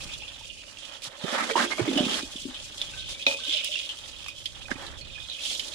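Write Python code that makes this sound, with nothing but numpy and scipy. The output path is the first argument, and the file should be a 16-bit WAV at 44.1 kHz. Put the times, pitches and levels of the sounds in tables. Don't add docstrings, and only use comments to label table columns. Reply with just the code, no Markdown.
import sys
import numpy as np
from scipy import signal
from scipy.fft import rfft, irfft, dct, next_fast_len
from scipy.io import wavfile
from scipy.ndimage import uniform_filter1d

SR = 44100
rng = np.random.default_rng(int(sys.argv[2]) if len(sys.argv) > 2 else 0)


def volts(x):
    e = np.asarray(x, float) / 20
    return 10 ** e


def dump(signal):
    limited = np.clip(np.atleast_2d(signal).T, -1, 1)
    pcm = np.round(limited * 32767).astype(np.int16)
    wavfile.write(sys.argv[1], SR, pcm)


N = 253134


def rms_one(x):
    return x / np.sqrt(np.mean(x ** 2) + 1e-20)


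def in_time(rows):
    s, *columns = np.transpose(rows)
    return [np.interp(np.arange(N) / SR, s, column) for column in columns]


def at_hz(points, hz):
    table_hz, values = np.array(points)[:, 0], np.array(points)[:, 1]
    return np.interp(np.log(np.maximum(hz, 1)), np.log(table_hz), values)


def panned(db):
    return volts(np.multiply.outer([.5, -.5], db))


def drift(rate):
    r = np.exp(-80 * np.pi * rate / SR)
    noise = rng.standard_normal(N // 40 + 2002)
    slow = signal.lfilter([1], [1, -2 * r, r * r], noise)[2000:]
    return np.interp(np.arange(N) / 40, np.arange(len(slow)), rms_one(slow))


def grains(per_s, spread_db, clump_db):
    signs = rng.choice([-1, 1], N)
    sizes = volts(spread_db * np.minimum(rng.exponential(1, N), 4)) * signs
    chance = per_s * volts(clump_db * drift(25.0)) / SR
    return sizes * (rng.random(N) < chance)


def evened(x, seconds):
    power = uniform_filter1d(np.mean(x ** 2, axis=0), int(seconds * SR))
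    return x / np.sqrt(power + 0.096 * np.mean(x ** 2))


def coloured(x, spectrum):
    size = next_fast_len(N)
    gain = volts(at_hz(spectrum, np.fft.rfftfreq(size, 1 / SR)))
    return irfft(rfft(x, size) * gain, size)[..., :N]


def resonant(x, peaks):
    out = 0
    for k, (hz, width, level_db) in enumerate(peaks):
        r = np.exp(-np.pi * width / SR)
        poles = [1, -2 * r * np.cos(2 * np.pi * hz / SR), r * r]
        ring = signal.lfilter(np.array([1, 0, -1]) * (1 - r * r) / 2, poles, x)
        out = out + (-1) ** k * volts(level_db) * ring
    return out


def stereo(mid, side, alike):
    alike = np.clip(alike, -1, 1)
    shared = np.sqrt(1 + alike) * mid
    opposed = np.sqrt(1 - alike) * side * [[1], [-1]]
    return (shared + opposed) / np.sqrt(2)


# f/Hz, level/dB
WALL_MODES = [(1500, -27), (2200, -6), (2450, -6), (3150, -2), (3700, 0), (4300, -1.5), (5200, -1.5),
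              (7000, -13.5)]
# f/Hz, level/dB, time to fall 60 dB (t60)/s
RIM_MODES = [(2482, -2, 0.14), (2440, -14.5, 0.1)]


def wall_modes(t60, count=130):
    hz = np.geomspace(1700, 7000, count) * rng.normal(1, 0.0036, count)
    decay = t60 * np.sqrt(3000 / hz) * volts(rng.normal(0, 1.0, count))
    rim_hz, rim_db, rim_t60 = np.transpose(RIM_MODES)
    gain = volts(np.r_[at_hz(WALL_MODES, hz), rim_db])
    hz, decay = np.r_[hz, rim_hz], np.r_[decay, rim_t60]
    t = np.arange(int(.2 * SR)) / SR
    ringing = np.exp(np.outer(2j * np.pi * hz - np.log(1000) / decay, t)).imag
    return hz, gain, ringing


def struck_at(gains, ringing, alike):
    mid, side = rng.standard_normal((2, len(gains)))
    return stereo(mid, side, alike) * gains @ ringing


def wall_strikes(rows, t60, shell):
    hz, gain, ringing = wall_modes(t60)
    length = ringing.shape[1]
    out, t = np.zeros((2, N + length)), np.arange(length) / SR
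    bright = signal.butter(2, [4500, 10500], "band", fs=SR, output="sos")
    chatter_s, chatter_db = .025, -9
    for s, peak_db, ring_hz, pan_db, crack_db in rows:
        apart = np.log(hz / ring_hz)
        focus = .15 if shell else .7
        focus = focus + 0.56 * np.exp(-(apart / 0.16) ** 2) + 1.13 * np.exp(-(apart / 0.058) ** 2)
        ring = struck_at(gain * focus, ringing, 0.23)
        ring = ring * (1 + 1.17 * volts(-60 * t / 0.055)) * np.clip(t / 0.00076, 0, 1)
        touches = np.zeros(length)
        if shell:
            later = rng.random(size=4)
            touches[(later * chatter_s * SR).astype(int)] = volts(-5.5 + chatter_db * later)
        touches[0] = 1
        ring = signal.oaconvolve(ring, touches[None])[:, :length]
        crack = signal.sosfilt(bright, rng.standard_normal((2, length))) * volts(-60 * t / .035)
        strike = ring / np.abs(ring).max() + volts(crack_db - 3.0) * crack
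        at = round(s * SR)
        out[:, at:at + length] += volts(peak_db + 1.0) * strike * panned(pan_db)[:, None]
    return out[:, :N]


def blows(rows, rise_cycles, split, wobble):
    out, t = np.zeros((2, N + SR)), np.arange(SR // 4) / SR
    place_db = in_time(DRAG_EFFORT)[1]
    for s, peak_db, hz, t60 in rows:
        pair = np.sin(2 * np.pi * hz * t) + .5 * np.sin(2 * np.pi * hz * (1 + split) * t)
        shape = pair * (1 - np.exp(-(t * hz / rise_cycles) ** 2)) * volts(-60 * t / t60)
        flutter = rms_one(uniform_filter1d(rng.standard_normal(len(t)), size=int(.02 * SR)))
        shape = shape * (1 + wobble * flutter * np.clip(t / .015, 0, 1))
        at = round(s * SR)
        gains = volts(peak_db) * panned(place_db[at])
        out[:, at:at + len(t)] += np.outer(gains, shape / np.abs(shape).max())
    return out[:, :N]


# t/s, level/dB, skidding re ticking/dB, left-right/dB, busiest spot f/Hz
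LEG_BUSTLE = [(0.0, -46, 0.5, -3, 2856), (0.3, -48.5, -6.5, -4, 2835), (0.7, -51, -3.5, -5, 2854),
              (0.93, -47.5, -7.5, -9, 2986), (1.15, -54, -6, -6, 3300), (1.3, -42.5, -3, -6.5, 3277),
              (1.75, -45.5, -2, -3, 3090), (2.1, -37.5, -6, -4, 3193), (2.36, -48.5, -1, -1.5, 3221),
              (3.2, -43.5, -7, 0, 3245), (3.38, -42.5, -8, -1.5, 3180), (3.5, -34.5, -11.5, -2.5, 3280),
              (3.76, -37, -9.5, -3.5, 2938), (3.99, -49, -3, -4, 3256), (5.1, -52, -5.5, -5, 3122),
              (5.5, -41.5, -6.5, -6, 3320), (5.58, -46.5, -1, -5.5, 3185), (5.74, -46.5, -2.5, -6, 3315)]
# f/Hz, width/Hz, level/dB
WALL_HUM = [(537, 79, -0.5), (588.6, 59, 1), (648, 34, -4.5), (854, 27, -14.5)]
# f/Hz, level per Hz/dB
SKID_COLOUR = [(2350, -75), (4000, -5), (6180, -7), (7440, -8.5), (8450, -12.5), (9220, -11.5),
               (13100, -26), (16000, -37)]


def scrabble():
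    level_db, skid_db, pan_db, busiest_hz = in_time(LEG_BUSTLE)
    hz, gain, ringing = wall_modes(t60=0.041)
    ticking = grains(1400.0, spread_db=3.5, clump_db=1.5)
    spots_hz = np.geomspace(2400, 4200, 9)
    wander = .11 * rng.standard_normal(N) + .03 * drift(8.0) - .035
    dealt = np.clip(np.searchsorted(spots_hz, busiest_hz * np.exp(wander)), 0, 8)
    ring = 0
    for k, spot_hz in enumerate(spots_hz):
        focus = .15 + np.exp(-(np.log(hz / spot_hz) / .09) ** 2)
        focus[-len(RIM_MODES):] += 0.24
        spot_ring = struck_at(gain * focus, ringing, 0.079)
        ring = ring + signal.oaconvolve((ticking * (dealt == k))[None], spot_ring)[:, :N]
    ring = signal.sosfilt(signal.butter(4, 2280, "high", fs=SR, output="sos"), ring)

    rough = np.sqrt(signal.lfilter([.004], [1, -.996], ticking ** 2) + 0.025)
    hiss = coloured(rough * stereo(*rng.standard_normal((2, N)), 0.017), SKID_COLOUR)

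    shuffle = [grains(600.0, spread_db=4.0, clump_db=2.0) for _ in range(2)]
    hum = stereo(*resonant(shuffle, WALL_HUM), 1.0)
    hum_gain = volts(-70 + level_db - level_db.mean())
    shaking = volts(in_time(DRAG_EFFORT)[0]) + 0.59 * strokes()[0]
    hum_gain = hum_gain + volts(-5) * shaking

    bright = volts(2.47 * drift(10.1)) * evened(ring, 0.1)
    bright = bright + volts(skid_db + 2.16 * drift(26.4)) * evened(hiss, 0.12)
    return (volts(level_db + 4.0) * bright + hum_gain * evened(hum, 0.28)) * panned(pan_db)


# t/s, level/dB, left-right/dB of the place
DRAG_EFFORT = [(0.0, -52, 6), (0.38, -60.5, -7), (0.8, -59, 6), (1.19, -49, -21), (1.3, -37.5, -10),
               (1.48, -39.5, -12), (1.54, -46, -8.5), (1.76, -48, -12.5), (1.86, -42, -8),
               (1.984, -36.5, -4.5), (2.3, -57, -2), (2.55, -55.5, 13.5), (3.26, -56.5, -1.5),
               (3.6, -58.5, -4), (4.52, -59.5, -13.5), (4.89, -50.5, -17.5), (5.27, -61.5, -14),
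               (5.74, -51, -14)]
# f/Hz, width/Hz, level/dB
PLANK_MODES = [(872, 164, -6), (1054, 69, 0), (1250, 170, -11), (1637, 156, 4), (1703, 316, -1),
               (2204, 17, -7)]
# f/Hz, width/Hz, level/dB
HULL_MODES = [(207, 29, 1.5), (259.4, 70, 1.5), (314, 71, 1.5), (432, 60, -3)]


def drag():
    rasp_db, t = in_time(DRAG_EFFORT)[0], np.arange(N) / SR
    skim_db = -10.5 * np.exp(-((t - 1.2) / 0.25) ** 2)
    settle_db = 10 * np.exp(-((t - 2.02) / 0.22) ** 2)
    rumble_db = rasp_db - 5.5 + settle_db + skim_db
    body, top = strokes()
    slips = np.array([grains(900.0, spread_db=2.5, clump_db=3.0) for _ in range(2)])

    broad = signal.sosfilt(signal.butter(2, [700, 2300], "band", fs=SR, output="sos"), slips)
    rasp = evened(stereo(*(resonant(slips, PLANK_MODES) + 0.36 * broad), 0.25), 0.13)

    grit_colour = [(1100, -40), (1800, -21), (2600, -5), (3400, 0.0)] + list(SKID_COLOUR[2:])
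    grit = slips + 0.49 * rng.standard_normal((2, N))
    grit = evened(coloured(grit, grit_colour), 0.05)

    thuds = resonant(slips[::-1], [(260, 265, 0)])
    rumble = evened(stereo(*resonant(thuds, HULL_MODES), 0.48), .07)

    rasp_gain = volts(rasp_db + 3.3 * drift(5.9)) + body
    rumble_gain = volts(rumble_db + 2.0) + 0.24 * body
    return (rasp_gain * rasp + top * grit + rumble_gain * rumble) * panned(-4.5)[:, None]


# t/s, level/dB
WIND_LEVEL = [(0.0, -55.5), (0.78, -67), (1.29, -71), (2.62, -60), (3.07, -54.5), (3.21, -63.5),
              (3.84, -68), (3.97, -63), (5.1, -54), (5.4, -66), (5.74, -62.5)]
# f/Hz, level per Hz/dB
WIND_TONE = [(12, -67), (20, 0.5), (59, 2), (91, -1.5), (166, -8.5), (259, -27.5), (310, -14), (390, -85)]


def wind():
    lumps = volts(1.58 * np.array([drift(4.1), drift(12.0)]))
    flutter = rms_one(lumps * coloured(rng.standard_normal((2, N)), WIND_TONE))
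    return volts(in_time(WIND_LEVEL)[0] + 8.0) * flutter * volts([[-2.5], [2.5]])


# t/s, peak level/dB, f/Hz, t60/s
WOOD_BUMPS = [(.05, -39, 187, 0.062), (1.07, -48, 134, 0.047), (1.238, -29.5, 183, 0.038),
              (1.245, -30.5, 393, 0.03), (1.325, -40, 247, 0.066), (1.405, -34.5, 236, 0.27),
              (1.44, -48, 243, 0.078), (1.508, -26.5, 453, 0.1), (1.555, -26, 370, 0.056),
              (1.6, -28, 240.4, 0.13), (1.64, -30.5, 349, 0.17), (1.793, -21, 354, 0.064),
              (1.81, -25.5, 122, 0.083), (1.877, -20.5, 320, 0.057), (1.897, -23.5, 267, 0.061),
              (1.928, -28, 288, 0.019), (1.962, -16.5, 279, 0.054), (1.98, -22, 599, 0.17),
              (2.004, -13.5, 250, 0.025), (2.036, -20.5, 256, 0.03), (2.064, -22, 237, 0.023),
              (2.23, -27.5, 273, 0.036), (2.355, -32.5, 242, 0.013), (2.452, -27, 276.4, 0.046),
              (2.48, -37.5, 257, 0.1), (2.817, -44.5, 584, 0.038), (3.48, -41, 305, 0.092),
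              (4.715, -28, 269, 0.024)]


def bumps():
    return blows(WOOD_BUMPS, rise_cycles=1.41, split=0.211, wobble=.2)


# t/s, peak level/dB, loudest f/Hz, left-right/dB
LEG_TICKS = [(0.0717, -36, 3020, -0.5), (0.0893, -31, 2600, -4.0), (0.1544, -33, 2930, -1),
             (0.2994, -35, 3120, -4.0), (0.3394, -34, 3800, -6), (0.5294, -36, 2850, -5.5),
             (0.5711, -35, 3040, -7.0), (0.6794, -34, 2830, -8), (0.7996, -38, 3620, -6.5),
             (0.8315, -38, 3180, -6), (0.8804, -36, 2500, -6.0), (0.9144, -37, 3220, -7.0),
             (0.954, -34, 3290, -6.0), (1.1423, -43, 3290, -6.5), (1.1657, -40, 3360, -6.0),
             (2.3241, -33, 3470, -1), (2.382, -30, 3010, -1.0), (2.4982, -34, 3100, -3.5),
             (2.5994, -33, 3460, 0.5), (2.8802, -32, 3120, 1.0), (2.9364, -30, 2630, -1.0),
             (3.0405, -33, 3170, -0.5), (3.0764, -28.5, 3180, 0.5), (3.0999, -27, 3700, 2),
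             (3.1953, -28, 2480, -5), (3.3717, -29, 3270, -2), (3.451, -21, 3600, -5.5),
             (3.4654, -24, 3180, -7.0), (3.479, -18, 3090, -5.5), (3.915, -25, 3130, -2.5),
             (4.1325, -33, 2930, -4.0), (4.2625, -29, 2470, -6), (4.3789, -31, 3220, -3.5),
             (4.4023, -32, 3200, -4.5), (4.6167, -33, 3250, -4.0), (4.794, -33, 3260, -6),
             (4.812, -35, 3240, -4.5), (5.1537, -32, 2520, -7.0), (5.2394, -37, 3680, -5.0),
             (5.2664, -37, 3600, -5.0), (5.2859, -27, 3600, -4.5), (5.3244, -30, 3940, -6.0),
             (5.3453, -30, 3140, -2.0), (5.4056, -24, 3070, -3.5), (5.4344, -23, 3210, -2),
             (5.4989, -22, 3330, -6.5), (5.5297, -24, 4180, -7.5), (5.5494, -23, 3440, -7.0),
             (5.632, -28, 3300, -5.0), (5.7344, -30, 4010, -8)]


def ticks():
    crack_db = -14
    rows = [tuple(row) + (crack_db,) for row in LEG_TICKS]
    return volts(-3.0) * wall_strikes(rows, t60=0.07, shell=True)


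# t/s, peak level/dB, f/Hz, t60/s
HARD_KNOCKS = [(.22, -45, 847, 0.066), (.41, -46, 900, 0.085), (1.555, -14.5, 930, 0.047),
               (1.578, -18, 1095, 0.046), (1.6, -26, 1590, 0.23), (1.5, -42, 2400, 0.081),
               (1.78, -31, 1210, 0.026), (1.783, -30.5, 623, 0.13), (1.436, -29.5, 2090, .05),
               (1.51, -26, 2300, .06), (1.405, -25, 1300, .05), (2.935, -44, 1535, 0.3),
               (2.965, -47, 1535, .25), (3.4, -45, 1540, 0.35), (3.39, -42, 1150, 0.041),
               (3.475, -49, 1570, 0.42), (3.545, -39.5, 599, 0.15), (3.69, -44, 601, .3),
               (4.283, -40.5, 1200, 0.014), (4.285, -31.5, 2482, 0.11), (4.6, -49, 774, 0.04),
               (5.1, -45, 2482, .1), (4.325, -44, 2482, .08), (4.755, -44, 2482, .1), (3.14, -41, 2300, .3),
               (4.755, -39, 270, 0.036), (4.655, -42, 2482, 0.13), (4.683, -43, 1500, 0.033),
               (4.7135, -41, 1500, 0.034), (4.7145, -20.5, 1640, 0.02), (4.7155, -34, 2040, 0.031),
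               (5.18, -42.5, 1720, 0.033), (5.012, -39.5, 4290, 0.18), (5.16, -42.5, 2482, 0.13),
               (4.693, -39, 790, .04), (5.02, -46, 2482, .2), (5.185, -43, 2482, .1), (5.22, -44, 2482, .2),
               (5.362, -44, 2482, .15), (1.566, -22, 1010, .05), (1.596, -23, 1240, .04),
               (3.03, -50, 1535, .1)]


def knocks():
    return blows(HARD_KNOCKS, rise_cycles=0.7, split=0.011, wobble=.35)


# t/s, peak level/dB, loudest f/Hz, left-right/dB
SHELL_TAPS = [(0.2345, -35, 2700, 10), (0.4, -41, 3350, -18.5), (0.499, -33.5, 2860, -14.5),
              (0.77, -38, 2750, -4), (1.5085, -23, 1970, 2), (1.5596, -22, 3020, -2),
              (1.712, -27, 2150, -20.5), (1.7828, -25.5, 2250, 8), (1.8768, -28.5, 2140, -5),
              (1.974, -15.5, 2930, -0.5), (2.094, -20, 3160, 0), (2.3597, -30, 3230, -7),
              (2.544, -26, 3200, 2), (2.7785, -29, 3320, 2), (0.2793, -32, 3420, -4),
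              (3.435, -25, 3170, -6), (3.4949, -17, 3350, -8), (3.5324, -19, 3370, -8),
              (3.5676, -22.5, 3000, -14), (3.717, -21, 3060, -10), (3.7552, -20.5, 2810, -5),
              (3.8906, -23.5, 3150, 4), (3.9786, -31.5, 3260, -4), (5.2018, -29.5, 3410, -7),
              (5.2975, -25.5, 3800, -5), (5.3873, -32, 2500, -6), (5.4514, -22.5, 3140, -5),
              (3.602, -37, 3100, -5), (5.681, -33, 3800, -2)]


def shell_taps():
    crack_db = -17
    rows = [tuple(row) + (crack_db,) for row in SHELL_TAPS]
    return wall_strikes(rows, t60=0.12, shell=True)


# t/s, peak level/dB, f/Hz, left-right/dB
SMALL_CRACKLES = [(0.636, -38, 1680, -10), (0.697, -38, 2060, -10), (1.049, -36, 1250, -10.0),
                  (1.196, -38, 877, -9.0), (1.24, -31, 600, -5.5), (1.287, -27, 1290, -3.5),
                  (1.326, -25, 1730, -1.0), (1.344, -26, 600, -6), (1.377, -26, 1810, -3.5),
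                  (1.832, -32, 861, 0.0), (1.855, -27, 603, 0.0), (1.876, -26, 600, -4),
                  (1.913, -24, 600, 6), (1.974, -22, 600, -4.0), (2.743, -45, 926, -4.5),
                  (2.776, -43, 915, -3.5), (3.645, -35, 2010, -8), (3.753, -34, 1880, -9),
                  (3.926, -43, 1060, -3.0), (4.058, -39, 1850, -7.5), (4.214, -42, 2160, -7),
                  (4.261, -34, 1070, -3), (4.456, -41, 1980, 1.5), (4.562, -47, 856, -5.0),
                  (4.613, -39, 1680, -12), (4.64, -41, 802, -8.0), (4.683, -35, 1520, -13.0),
                  (4.741, -38, 2130, -5.5), (4.783, -37, 700, -8.5), (4.802, -39, 740, -6.0),
                  (4.823, -33, 802, -7), (4.865, -38, 1670, -8.5), (4.881, -34, 1780, -8.0),
                  (4.906, -37, 2150, -9.0), (5.286, -44, 1920, -3.5), (5.309, -44, 600, -2.0),
                  (5.513, -32, 600, -3), (5.554, -36, 600, -7.0), (5.652, -40, 813, -6)]


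def crackles():
    out, t = np.zeros((2, N + SR)), np.arange(SR // 20) / SR
    for s, peak_db, hz, pan_db in SMALL_CRACKLES:
        burst = stereo(*rng.standard_normal((2, len(t))), .7) * volts(-60 * t / .03)
        click = resonant(burst, [(1500, 1700, 0)])
        shape = resonant(burst, [(hz, hz / 3.0, 0)]) + 0.13 * click
        shape = shape / np.abs(shape).max()
        at = round(s * SR)
        out[:, at:at + len(t)] += volts(peak_db - 2) * shape * panned(pan_db)[:, None]
    return out[:, :N]


# t/s, peak level/dB,
# loudest f/Hz, left-right/dB, crack re ring/dB
CLAW_SNAPS = [(1.02, -37, 2440, -15, -2), (1.0405, -34, 3600, -5, 6.5), (2.815, -16, 3470, -2, -17),
              (3.265, -8.5, 3640, 0, -21), (3.6447, -25, 3140, -5, 6), (4.242, -31, 3080, -4, -8),
              (4.2822, -30.5, 2500, -2, 1.5), (5.5945, -18, 3120, -6, -13),
              (4.4562, -19.5, 3280, -7, -13.5), (4.7132, -48, 2100, -13, 7), (4.8653, -29.5, 3870, -7, -5),
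              (5.0108, -36, 4400, -7, -6)]


def snaps():
    return wall_strikes(CLAW_SNAPS, t60=0.12, shell=False)


# t/s, length/s, level/dB, bright top re level/dB
SINGLE_SCRAPES = [(1.024, 0.055, -59, 23), (1.279, 0.013, -37.5, -25.5), (1.32, 0.042, -33, -2),
                  (1.376, 0.013, -35, 0), (1.398, 0.017, -33.5, -19), (1.424, .02, -37.5, 2),
                  (1.494, 0.017, -28.5, -6), (1.556, 0.095, -25.5, -4.5), (1.702, 0.032, -33, -4),
                  (1.786, 0.019, -35.5, -7), (1.847, 0.038, -49, -8), (1.974, 0.0084, -35, 7),
                  (2.058, .14, -35.5, 3.5), (3.084, 0.043, -57, 22), (3.266, 0.072, -51.5, 20),
                  (4.071, 0.027, -56, 15.5), (4.702, 0.025, -34.5, -4), (4.769, 0.1, -50, 4.5),
                  (5.389, 0.164, -59, 27.5)]


def strokes():
    t, body, top = np.arange(N) / SR, np.zeros(N), np.zeros(N)
    for s, length, start_db, top_db in SINGLE_SCRAPES:
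        rise = 0.0058 + length * (.1 if length < .1 else .4)
        over = np.maximum(t - s - length, 0)
        edge = np.clip((t - s) / rise, 0, 1) * volts(-60 * over / (0.017 + 0.4 * length))
        level = edge * volts(np.interp(t, [s, s + length], [start_db, start_db - 2.5]))
        body = body + level
        top = top + level * volts(top_db)
    return body, top


# t/s, level/dB
SLAM_HITS = [
    (3.266, 0.0),
    (3.312, -12),
    (3.325, -13.5),
    (3.345, -17.5),
]
# f/Hz, peak level/dB, t60/s
TUB_MODES = [(268, -32, 0.079), (470, -40, 0.63), (554.6, -25, 0.19), (646, -34, .2), (894, -32.5, 0.2),
             (1250, -21.5, 0.013), (2447, -19, .15), (2495, -13.5, 0.14), (2568, -24, 0.11),
             (3640, -21, .05)]


def slam():
    rows = [(s, db + peak_db, hz, t60) for s, db in SLAM_HITS for hz, peak_db, t60 in TUB_MODES]
    return blows(rows, rise_cycles=0.81, split=0.0039, wobble=.35)


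def late(x, port, size):
    out = x.copy()
    out[port] = np.r_[np.zeros(size), x[port, :-size]]
    return out


# f/Hz, share/0-1
DROPPED_SHARE = [(500, .02), (2200, .12), (7600, .15), (9000, .24), (10200, .48), (13000, .74),
                 (15300, .92), (15400, 1)]


def thinned(x):
    frame, first = 1024, 71
    window = signal.windows.kaiser_bessel_derived(2 * frame, 4 * np.pi)
    padded = np.pad(x, ((0, 0), (2 * frame - first, 3 * frame)))
    starts = np.arange(0, N + 2 * frame, frame)
    pieces = padded[:, starts[:, None] + np.arange(2 * frame)]
    a, b, c, d = np.split(pieces * window, 4, axis=2)
    lines = dct(np.dstack([-c[..., ::-1] - d, a - b[..., ::-1]]), type=4, norm="ortho")

    power = np.sum(lines ** 2, axis=0) + 1e-20
    patches = uniform_filter1d(rng.standard_normal(power.shape), size=9)
    patches = rms_one(uniform_filter1d(patches, size=2, axis=0))
    merit = np.log(power / uniform_filter1d(power, size=32) ** .8) + 2.5 * patches
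    share = at_hz(DROPPED_SHARE, (np.arange(frame) + .5) * SR / (2 * frame))
    kept = merit.argsort(axis=0).argsort(axis=0) >= share * len(starts)

    treble = np.sum(np.diff(pieces) ** 2, axis=0)[:, :-127]
    steps = treble.reshape(len(starts), 15, 128).sum(axis=2) + 1e-9
    jump = np.max(steps[:, 2:] / (steps[:, :-2] + steps[:, 1:-1]) * 2, axis=1)
    kept[jump > volts(2 * 9)] = share < .95

    p, q = np.split(dct(lines * kept, type=4, norm="ortho"), 2, axis=2)
    frames = np.dstack([q, -q[..., ::-1], -p[..., ::-1], -p]) * window
    out = np.zeros((2, len(starts) + 1, frame))
    out[:, :-1] += frames[..., :frame]
    out[:, 1:] += frames[..., frame:]
    return out.reshape(2, -1)[:, 2 * frame - first:][:, :N]


def scene():
    tub = scrabble() + ticks() + shell_taps() + snaps() + slam()
    planks = drag() + bumps() + knocks() + crackles()
    return late(tub, 0, 12) + late(planks, 1, 5) + wind()


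def band_limit(x):
    return signal.sosfilt(signal.butter(12, 16430, fs=SR, output="sos"), x)


def record(dry):
    mix = thinned(dry)
    return band_limit(mix)


dry = scene()
out = record(dry)
dump(out)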